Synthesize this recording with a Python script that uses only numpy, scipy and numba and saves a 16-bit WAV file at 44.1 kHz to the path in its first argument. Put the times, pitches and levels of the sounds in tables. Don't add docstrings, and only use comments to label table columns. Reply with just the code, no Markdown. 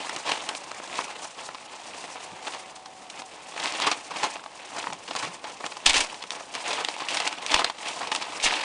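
import sys
import numpy as np
from scipy import signal
from scipy.fft import rfft, irfft
from scipy.io import wavfile
from scipy.ndimage import uniform_filter1d
from numba import njit

SR = 44100
rng = np.random.default_rng(int(sys.argv[2]) if len(sys.argv) > 2 else 0)


def unload_audio(sound):
    columns = np.transpose(np.atleast_2d(sound))
    steps = np.round(np.clip(columns, -1, 1) * 32767)
    wavfile.write(sys.argv[1], SR, steps.astype(np.int16))


N = 381018


def undb(db):
    return 10 ** (np.asarray(db) / 20)


def unit(x):
    return x / np.sqrt(np.mean(x ** 2))


def sos_filter(x, order, cut_hz, kind="low"):
    return signal.sosfilt(signal.butter(order, cut_hz, kind, fs=SR, output="sos"), x)


def colour(x, points):
    hz, db = np.transpose(points)
    grid_hz = np.maximum(np.arange(2049) * SR / 4096, 1)
    log_gain = np.interp(np.log(grid_hz), np.log(hz), db) * np.log(10) / 20
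    cepstrum = irfft(log_gain)
    cepstrum[1:2048] *= 2
    cepstrum[2049:] = 0
    impulse = irfft(np.exp(rfft(cepstrum)))[None, :2048]
    return signal.fftconvolve(np.atleast_2d(x), impulse, axes=1)[:, :np.shape(x)[-1]]


BAND_EDGES_HZ = (1420, 5000)


def bands(x):
    low_hz, high_hz = BAND_EDGES_HZ
    body = sos_filter(x[0], 3, low_hz)
    crackle = sos_filter(x[1], 3, (low_hz, high_hz), "band")
    hiss = sos_filter(x[2], 3, high_hz, "high")
    return np.array([body, crackle, hiss])


def walk(rate_hz):
    hold = int(SR / rate_hz)
    steps = np.repeat(rng.standard_normal(N // hold + 1), hold)
    return unit(uniform_filter1d(steps, hold // 2 + 1)[:N])


# [t/s, crackle level/dB]
SLIDE_LEVELS = [(0.0, -39), (0.45, -46), (0.85, -46.5), (1.5, -53.5), (2.3, -48.5), (2.9, -59), (3.5, -50),
                (4.0, -61), (4.48, -56.5), (4.6, -46.5), (5.0, -65.5), (5.75, -49.5), (6.2, -50),
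                (6.45, -54.5), (7.0, -41.5), (7.8, -57.5), (8.05, -42), (8.6, -42)]
# [peak t/s, crackle level/dB, swell by 10 dB/s, fade by 10 dB/s]; times below 5 ms act as 5 ms
PAW_PUSHES = [(0.286, -28.5, 0.01, 0.0826), (0.749, -36, -0.07, -0.24), (0.992, -34, 0.07, 0.0458),
              (1.113, -39.5, 0.04, -0.18), (1.252, -42.5, 0.1, -0.11), (1.417, -43, 0.07, 0.07),
              (1.759, -47, 0.05, -0.04), (1.892, -44.5, 0.17, 0.06), (2.051, -45, 0.1, 0.12),
              (2.167, -45.5, 0, 0.1), (2.476, -40, 0.05, 0.04), (2.55, -41.5, 0.04, 0.05),
              (2.772, -54.5, 0.3, -0.13), (3.198, -41.5, 0.06, -0.18), (3.629, -33, 0.07, 0.25),
              (3.869, -32.5, 0.1165, 0.0667), (4.12, -38, -0.01, -0.01), (4.244, -32.5, 0.09, 0.07),
              (4.774, -37, .05, 0.13), (5.158, -42, -0.22, 0.15), (5.245, -32.5, 0.1, 0.06),
              (5.468, -42.5, -0.2, 0.07), (5.67, -38, 0.04, -0.07), (5.878, -27.5, 0.02, 0.0863),
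              (5.969, -29.5, 0.0568, 0.09), (6.318, -42, -0.13, 0.1), (6.548, -39, 0, 0.13),
              (6.73, -31, 0.0839, 0.1), (7.113, -29.5, 0.01, 0.16), (7.273, -32, 0.05, 0),
              (7.549, -23, 0.06, 0.05), (7.663, -31.5, -0.03, 0.02), (7.884, -33.5, 0.065, 0.1),
              (8.219, -38, -0.2, -0.24), (8.464, -23.5, 0.0168, 0.15), (8.63, -31, -0.05, 6)]


def motion():
    t = np.arange(0, N + 64, 64) / SR
    power = undb(2 * np.interp(t, *np.transpose(SLIDE_LEVELS)))
    for peak_s, db, swell_s, fade_s in PAW_PUSHES:
        before = (peak_s - t) / max(swell_s, .005)
        after = (t - peak_s) / max(fade_s, .005)
        power = power + undb(2 * (db - 10 * np.where(t < peak_s, before, after)))
    return np.interp(np.arange(N) / SR, t, 10 * np.log10(power))


@njit
def ring(start, pole, size, count):
    out = np.zeros(count)
    for k in range(len(start)):
        z = size[k] + 0j
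        for i in range(start[k], count):
            out[i] += z.imag
            z *= pole[k]
            if z.real ** 2 + z.imag ** 2 < 1e-5 * size[k] ** 2:
                break
    return out


def buckles(rate_hz, scatter_db, low_hz, high_hz, cycles):
    when, size, pitch = rng.random((40000, 3))[:int(rate_hz * N / SR)].T
    hz = low_hz * (high_hz / low_hz) ** pitch
    pole = np.exp((2j * np.pi - np.log(1000) / cycles) * hz / SR)
    steps = np.minimum(-np.log(1 - size), 3.0)
    return unit(ring((when * N).astype(np.int64), pole, undb(scatter_db * steps), N))


BODY_DB, BODY_SLOPE = 0.48, -0.34
BODY_TOP_DB = 2
# [f/Hz, level/dB per Hz]
PAPER_COLOUR = [(29, -61.5), (50, -37.5), (119, -22.5), (189, -16.5), (235, -15.5), (305, -8.5), (420, -11),
                (560, -10), (954, -3), (1490, -7), (2640, 1.5), (8370, -7), (10000, -12), (13000, -99)]


def rustle():
    db = motion()
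    body_db = np.minimum(BODY_DB + BODY_SLOPE * (db + 39.5), BODY_TOP_DB)
    hiss_db = -5.5 - 0.36 * (db + 36.5)
    jerk_db = 0.95 * walk(45) + 1.74 * walk(110)

    wide = buckles(rate_hz=500., scatter_db=1.5, low_hz=531.0, high_hz=1270.0, cycles=8.1)
    small = buckles(rate_hz=700., scatter_db=2.0, low_hz=1410.0, high_hz=9850.0, cycles=22.0)
    ticks = buckles(rate_hz=250., scatter_db=5.5, low_hz=1790.0, high_hz=7000.0, cycles=2.5)

    body_friction = rng.standard_normal(N) * undb(1.8 * walk(20))
    crackle_friction = rng.standard_normal(N) * undb(2.3 * walk(40))
    body = 0.62 * wide + 2.0 * body_friction
    crackle = 0.55 * ticks + 0.83 * small + 1.12 * crackle_friction
    hiss = (0.62 * small + 1.3 * rng.standard_normal(N)) * undb(3.0 * walk(60))

    parts = bands(colour(np.array([body, crackle, hiss]) * undb(jerk_db), PAPER_COLOUR))
    return sum(unit(part) * undb(db + rel_db) for part, rel_db in zip(parts, (body_db, 0, hiss_db)))


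ROOM_T60_S, ROOM_DB = 0.14, -16


def room(x):
    t = np.arange(int(.4 * SR)) / SR
    tail = rng.standard_normal(len(t)) * undb(-60 * t / ROOM_T60_S) * (t > .003)
    tail = signal.lfilter([1], [1, -.4], tail)
    return signal.fftconvolve(x, undb(ROOM_DB) * tail / np.sqrt(np.sum(tail ** 2)))[:N]


HUSH_DB = -50
# [f/Hz, level/dB per Hz]
HUSH_COLOUR = [(18, -19.5), (30, -10.5), (281, 4), (435, 4), (760, 10), (1020, 7), (1430, -5.5), (2760, -2),
               (8230, -17.5), (10000, -14), (13000, -53.5)]


def hush():
    return undb(HUSH_DB + 1.3 * walk(17.0)) * unit(colour(rng.standard_normal(N), HUSH_COLOUR)[0])


# [peak t/s, crackle level/dB, body re crackle/dB, hiss re crackle/dB,
# rise from -8 dB/ms, crackle fall by 8 dB/ms]; levels before SNAP_TRIM_DB
CREASE_SNAPS = [(0.095, -25.5, -2, -4.5, 2, 5.3), (0.163, -22, -6, -3.5, .8, 2.9),
                (0.2624, -28, -9, -8, 1, 3.5), (0.281, -25.5, -0.5, -12.5, 22, 6),
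                (0.2953, -29, 6, -21, 6.8, 2.7), (0.319, -14.5, -6, -15, 3, 1.7),
                (0.3366, -28, 1, -26, 4, 4), (0.49, -20.5, -4, -4, 0.9, 4.1),
                (0.551, -23.5, -3, -9, 2.1, 2.2), (0.7167, -34.5, 11, -1, 2.3, 1.1),
                (0.8013, -37.5, 11.5, -16, 1.3, 1.3), (0.876, -32.5, -6, -4, 1.1, 3),
                (0.99, -24.5, 9, -9, 0.53, 1.3), (1.2526, -33, -2, -14, 1, 5.1),
                (1.4897, -31.5, 6, -23, 0.95, 1.9), (1.5466, -29, -2, -13, 1.1, 5),
                (2.0416, -32, 1, -9, 1.1, 4.9), (2.1576, -32.5, 2, -11, 1, 4.9),
                (2.4726, -26.5, -2, -25, 5.9, 7.3), (2.5367, -28.5, -4, -20, 0.81, 3.4),
                (2.5489, -39, 10, -18, 2.6, 7.2), (2.7612, -39, -5, -15, 1, 5),
                (2.86, -35.5, -0.5, -7.5, 2.6, 4.6), (3.0206, -43, 8, -16, 1, 2.6),
                (3.101, -28.5, -16, -3, 1.7, 3.2), (3.22, -33, 0, -10, 1, 3.3),
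                (3.5645, -32, 3.5, -9, 3.7, 3.8), (3.601, -24, -1.5, -8, 4.3, 5.7),
                (3.6448, -26.5, -4, -3, 12, 1.9), (3.658, -15, -13, -16, 0.56, 0.5),
                (3.667, -27, -10, -9, 4.2, 31), (3.7236, -28, -4, -2.5, 1, 2), (3.752, -25, -7, -8, 2, 3),
                (3.8009, -26, 1, -5, 1, 1.8), (3.826, -20, -6, -9, 13, 6.3),
                (3.847, -23, 1.5, -17, 2.5, 4.1), (3.872, -16, 1.5, -8, 6.7, 9.2),
                (3.9152, -13, -6.5, -8, 1.3, 8.8), (4.114, -31, 0, -11, 6.3, 5),
                (4.161, -31, 0.5, -19, 1.5, 11), (4.2335, -22, 0, -8, 2.9, 18),
                (4.2488, -24.5, 0.5, -7, 22, 5.6), (4.3586, -30, 1, -20, 3.8, 2.5),
                (4.3666, -29.5, -1, -24, 1.7, 2.2), (4.398, -38.5, 4.5, -19, 4.7, 3),
                (4.44, -34.5, -1, -20, 1.6, 1.5), (4.4617, -35, 4.5, -28, 2.2, 2.6),
                (4.766, -32.5, 4.5, -1, 3.3, 6.5), (4.786, -34.5, 5, -7, 6, 6),
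                (4.8284, -25.5, -8, -28, 2, 3.1), (4.842, -33.5, 8.5, -15, 1, 1.5),
                (4.871, -34.5, 14, -13, 1.2, 0.78), (4.9031, -31.5, 3, -20, 3.3, 2.9),
                (4.9259, -29, -0.5, -27, 2.1, 6.2), (4.9324, -27.5, -3, -2.5, 2.2, 1.2),
                (5.0802, -30, -1, -12, 3.3, 9.9), (5.1112, -25.5, -1, -24, 2.9, 5.6),
                (5.152, -28.5, 4, -2, 0.66, 2.6), (5.166, -24.5, -2, -2.5, 6.2, 2.1),
                (5.199, -31, -1, -8, 1, 3), (5.2278, -30.5, 8, -3, 2.2, 5.4), (5.251, -28, 0, -5, .6, 2),
                (5.4422, -29, 1, -15, 1.1, 13), (5.6096, -35.5, 7, -6, 6.9, 2.8),
                (5.645, -34, 13.5, -9, 5, 0.68), (5.664, -24, -4, -6, 0.96, 2.3),
                (5.724, -28.5, -2.5, -12, 5.9, 2.4), (5.7689, -28, -1, -19, 0.99, 1.8),
                (5.864, -7, -14, -4, 3.6, 6), (5.872, -14.5, -13, -10, 2.6, 23),
                (5.8971, -9.5, -18, -3.5, 4, 3.2), (5.9065, -15, -11, -4, .6, 2.5),
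                (5.9332, -20, -15, 1, .4, 0.65), (5.942, -16, -10, -4.5, 2, 8.6),
                (5.9483, -15.5, -12, -11, 3, 9.1), (5.9592, -15, -2, -8, .8, 2.2),
                (5.9695, -16.5, -11.5, -3.5, 9.8, 24), (5.981, -19, -17, 3, 1.3, 1.5),
                (6.005, -19, -16.5, 5, 1, 9), (6.145, -29.5, -13, -10, 1.9, 5.3),
                (6.227, -28.5, -14, -10, 6, 2.4), (6.239, -29, 0.5, -9, 1, 2.7),
                (6.306, -24, -11, -6.5, 0.99, 2.5), (6.318, -27, -7, -24, 0.98, 3.8),
                (6.4075, -35, 4, -25, 1.2, 5.2), (6.5398, -25.5, -11, -9, 1, 6.3),
                (6.552, -21.5, -14, -9.5, 1.5, 5.1), (6.603, -33, -11.5, -11, 1, 3.7),
                (6.681, -26, 0, -3, 4.8, 13), (6.714, -27, 1, -6, 5.4, 3.2),
                (6.7311, -19.5, -4, -10, 0.98, 6.2), (6.779, -32, 8.5, -16, 1.1, 9.4),
                (6.808, -28, 5, -14, 10, 12), (6.8484, -15, -29.5, -13, 1, 1.2),
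                (6.8866, -15, -4, -14, 1.5, 2.3), (6.965, -33.5, -2, -8, 1, 3),
                (7.0021, -30, -0.5, -23, 2.5, 20), (7.0216, -31, 7, -19, 3.4, 2.7),
                (7.086, -20, -25, -6.5, 0.8, 13), (7.1452, -20, -13, -2, 1.4, 3.7),
                (7.171, -15, -13, -11, 1.4, 4.3), (7.2014, -21.5, -3, -5, 1, 7.1),
                (7.275, -15, -10.5, -5, 0.63, 4.9), (7.3274, -24, -4, -7, 1, 2.8),
                (7.385, -31, 1, -10, 1, 3), (7.464, -22.5, -23.5, -5, 0.9, 1.9),
                (7.5166, -18.5, -3.5, -6, 2, 7.8), (7.5439, -10, -5.5, -7, 2.9, 3.6),
                (7.563, -20.5, 2.5, -11, 1.2, 3), (7.592, -20, 1, -7, 0.92, 13),
                (7.618, -31, 11, -15, 3, 3), (7.645, -11, -5, -10, 1.14, 3),
                (7.699, -24.5, -1, -13, 1.8, 4.9), (7.8846, -26, -10, -1.5, 1.4, 3.2),
                (8.0091, -32.5, 7, -20, 2.6, 17), (8.0186, -33, 4, -8, 8.1, 3.8),
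                (8.0729, -23.5, -1.5, -14, 1.3, 3.6), (8.119, -16.5, -1, -10, 3, 2),
                (8.1273, -22, -2.5, -29, 6.5, 3), (8.1496, -15.5, -8.5, -2.5, 0.57, 3.3),
                (8.162, -19, -10, -4, 2.8, 2.7), (8.2216, -23, -7.5, -13, 2.3, 8.6),
                (8.323, -30, -8, -16, 0.97, 3), (8.4, -25, -22, -17, 0.99, 6.8),
                (8.443, -19, -20, -1.5, 12.4, 7.8), (8.4537, -20.5, -16, 4, 14, 7.9),
                (8.4669, -16.5, -19, -23, 13, 9), (8.523, -25, 4, -14, 1.6, 7)]
SNAP_TRIM_DB = -2.8


def snaps():
    count, lead, size = len(CREASE_SNAPS), int(.04 * SR), int(.13 * SR)
    ms = (np.arange(size) - lead) / SR * 1000
    drive = np.zeros((3, N + size))
    patches_hz = 610.0 * 1.85 ** rng.random(count)
    creases_hz = 2176.0 * 1.95 ** rng.random(count)
    rattles = rng.standard_normal((count, size)) * undb(2.57 * rng.exponential(size=(count, size)))

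    for snap, rattle, patch_hz, crease_hz in zip(CREASE_SNAPS, rattles, patches_hz, creases_hz):
        peak_s, db, body_db, hiss_db, rise_ms, fall_ms = snap
        start = int(peak_s * SR)
        rise_db = -8.0 * (ms / max(rise_ms, .2)) ** 2
        tick_size = 5.7 / (1 + (rise_ms / 1.9) ** 2 + (fall_ms / 6.1) ** 2)
        tick = np.sign(rattle[lead]) * tick_size * (ms == 0)
        rels_db = (body_db, 0, hiss_db)
        peaks_hz = (patch_hz, crease_hz, 2 * crease_hz)
        for row, rel_db, stretch, peak_hz in zip(drive, rels_db, (1.4, 1, .8), peaks_hz):
            fall_db = -8.0 * ms / (max(fall_ms, .3) * stretch)
            shape = undb(np.where(ms < 0, rise_db, fall_db))
            even = rattle * np.sqrt(np.sum(shape ** 2) / np.sum((shape * rattle) ** 2))
            burst = 0.6 * shape * even + tick
            resonance = signal.lfilter(*signal.iirpeak(peak_hz, 2.5, SR), burst)
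            rung = burst + 1.6 / (1 + peak_hz / 1500) * resonance
            row[start:start + size] += undb(db + rel_db + SNAP_TRIM_DB) * rung

    drive = drive[:, lead:N + lead] * undb(1.5 * walk(400))
    impulse = 1. * (np.arange(8192) == np.zeros((3, 1)))
    gains = np.sqrt(np.sum(bands(colour(impulse, PAPER_COLOUR)) ** 2, axis=1))
    return (bands(colour(drive, PAPER_COLOUR)) / gains[:, None]).sum(axis=0)


# [t/s, f/Hz, rms level/dB]
WHINE_TRACK = [(2.1, 751, -70), (2.2, 756, -52.5), (3.02, 753, -53), (3.06, 743, -48), (3.14, 680, -65),
               (3.17, 700, -79.5), (3.2, 767, -50), (3.25, 766, -47), (3.32, 692, -61), (3.38, 680, -82)]


def whine():
    s, hz, db = np.transpose(WHINE_TRACK)
    t = np.arange(N) / SR
    hz, db = np.interp(t, s, hz), np.interp(t, s, db)
    return np.sqrt(2) * undb(db) * np.sin(2 * np.pi * np.cumsum(hz) / SR)


# [t/s, level/dB, lower centre f/Hz, t60/s]
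PAW_THUDS = [(2.317, -49, 151, 0.094), (4.713, -49, 245, 0.17), (4.871, -46, 151, 0.24),
             (5.08, -46, 254, 0.081), (5.225, -43, 150, 0.18), (5.855, -41, 296, 0.088),
             (5.935, -40, 300, .2)]


def thuds():
    t = np.arange(N) / SR
    out = np.zeros(N)
    for (start_s, db, hz, t60_s), scuff in zip(PAW_THUDS, rng.standard_normal((len(PAW_THUDS), N))):
        age_s = np.maximum(t - start_s, 0)
        lower = sos_filter(scuff, 2, (0.82 * hz, 1.38 * hz), "band")
        upper_hz = 1.85 * hz
        upper = sos_filter(.8 * scuff, 2, (0.82 * upper_hz, 1.38 * upper_hz), "band")
        swell = undb(-60 * age_s / t60_s) * (1 - np.exp(-age_s / 0.049))
        out += undb(db) * swell / swell.max() * unit(lower + upper)
    return out


def scene():
    paper = rustle() + snaps() + thuds()
    return (paper + room(paper) + whine() + hush())[None]


OVERLOAD = 0.03
TOP_HZ = 10050


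def record(dry):
    bent = np.tanh(1.198 * dry) / 1.161
    bright = sos_filter(dry, 2, 5000, "high")
    rectified = sos_filter(np.abs(bright), 1, 40)
    bump = sos_filter(np.clip(rectified - OVERLOAD, 0, .028), 2, 80)
    wired = sos_filter(bent + 1.15 * bump, 1, 4.5, "high")
    return signal.sosfilt(signal.ellip(10, .3, 75, TOP_HZ, fs=SR, output="sos"), wired)


dry = scene()
out = record(dry)
unload_audio(out)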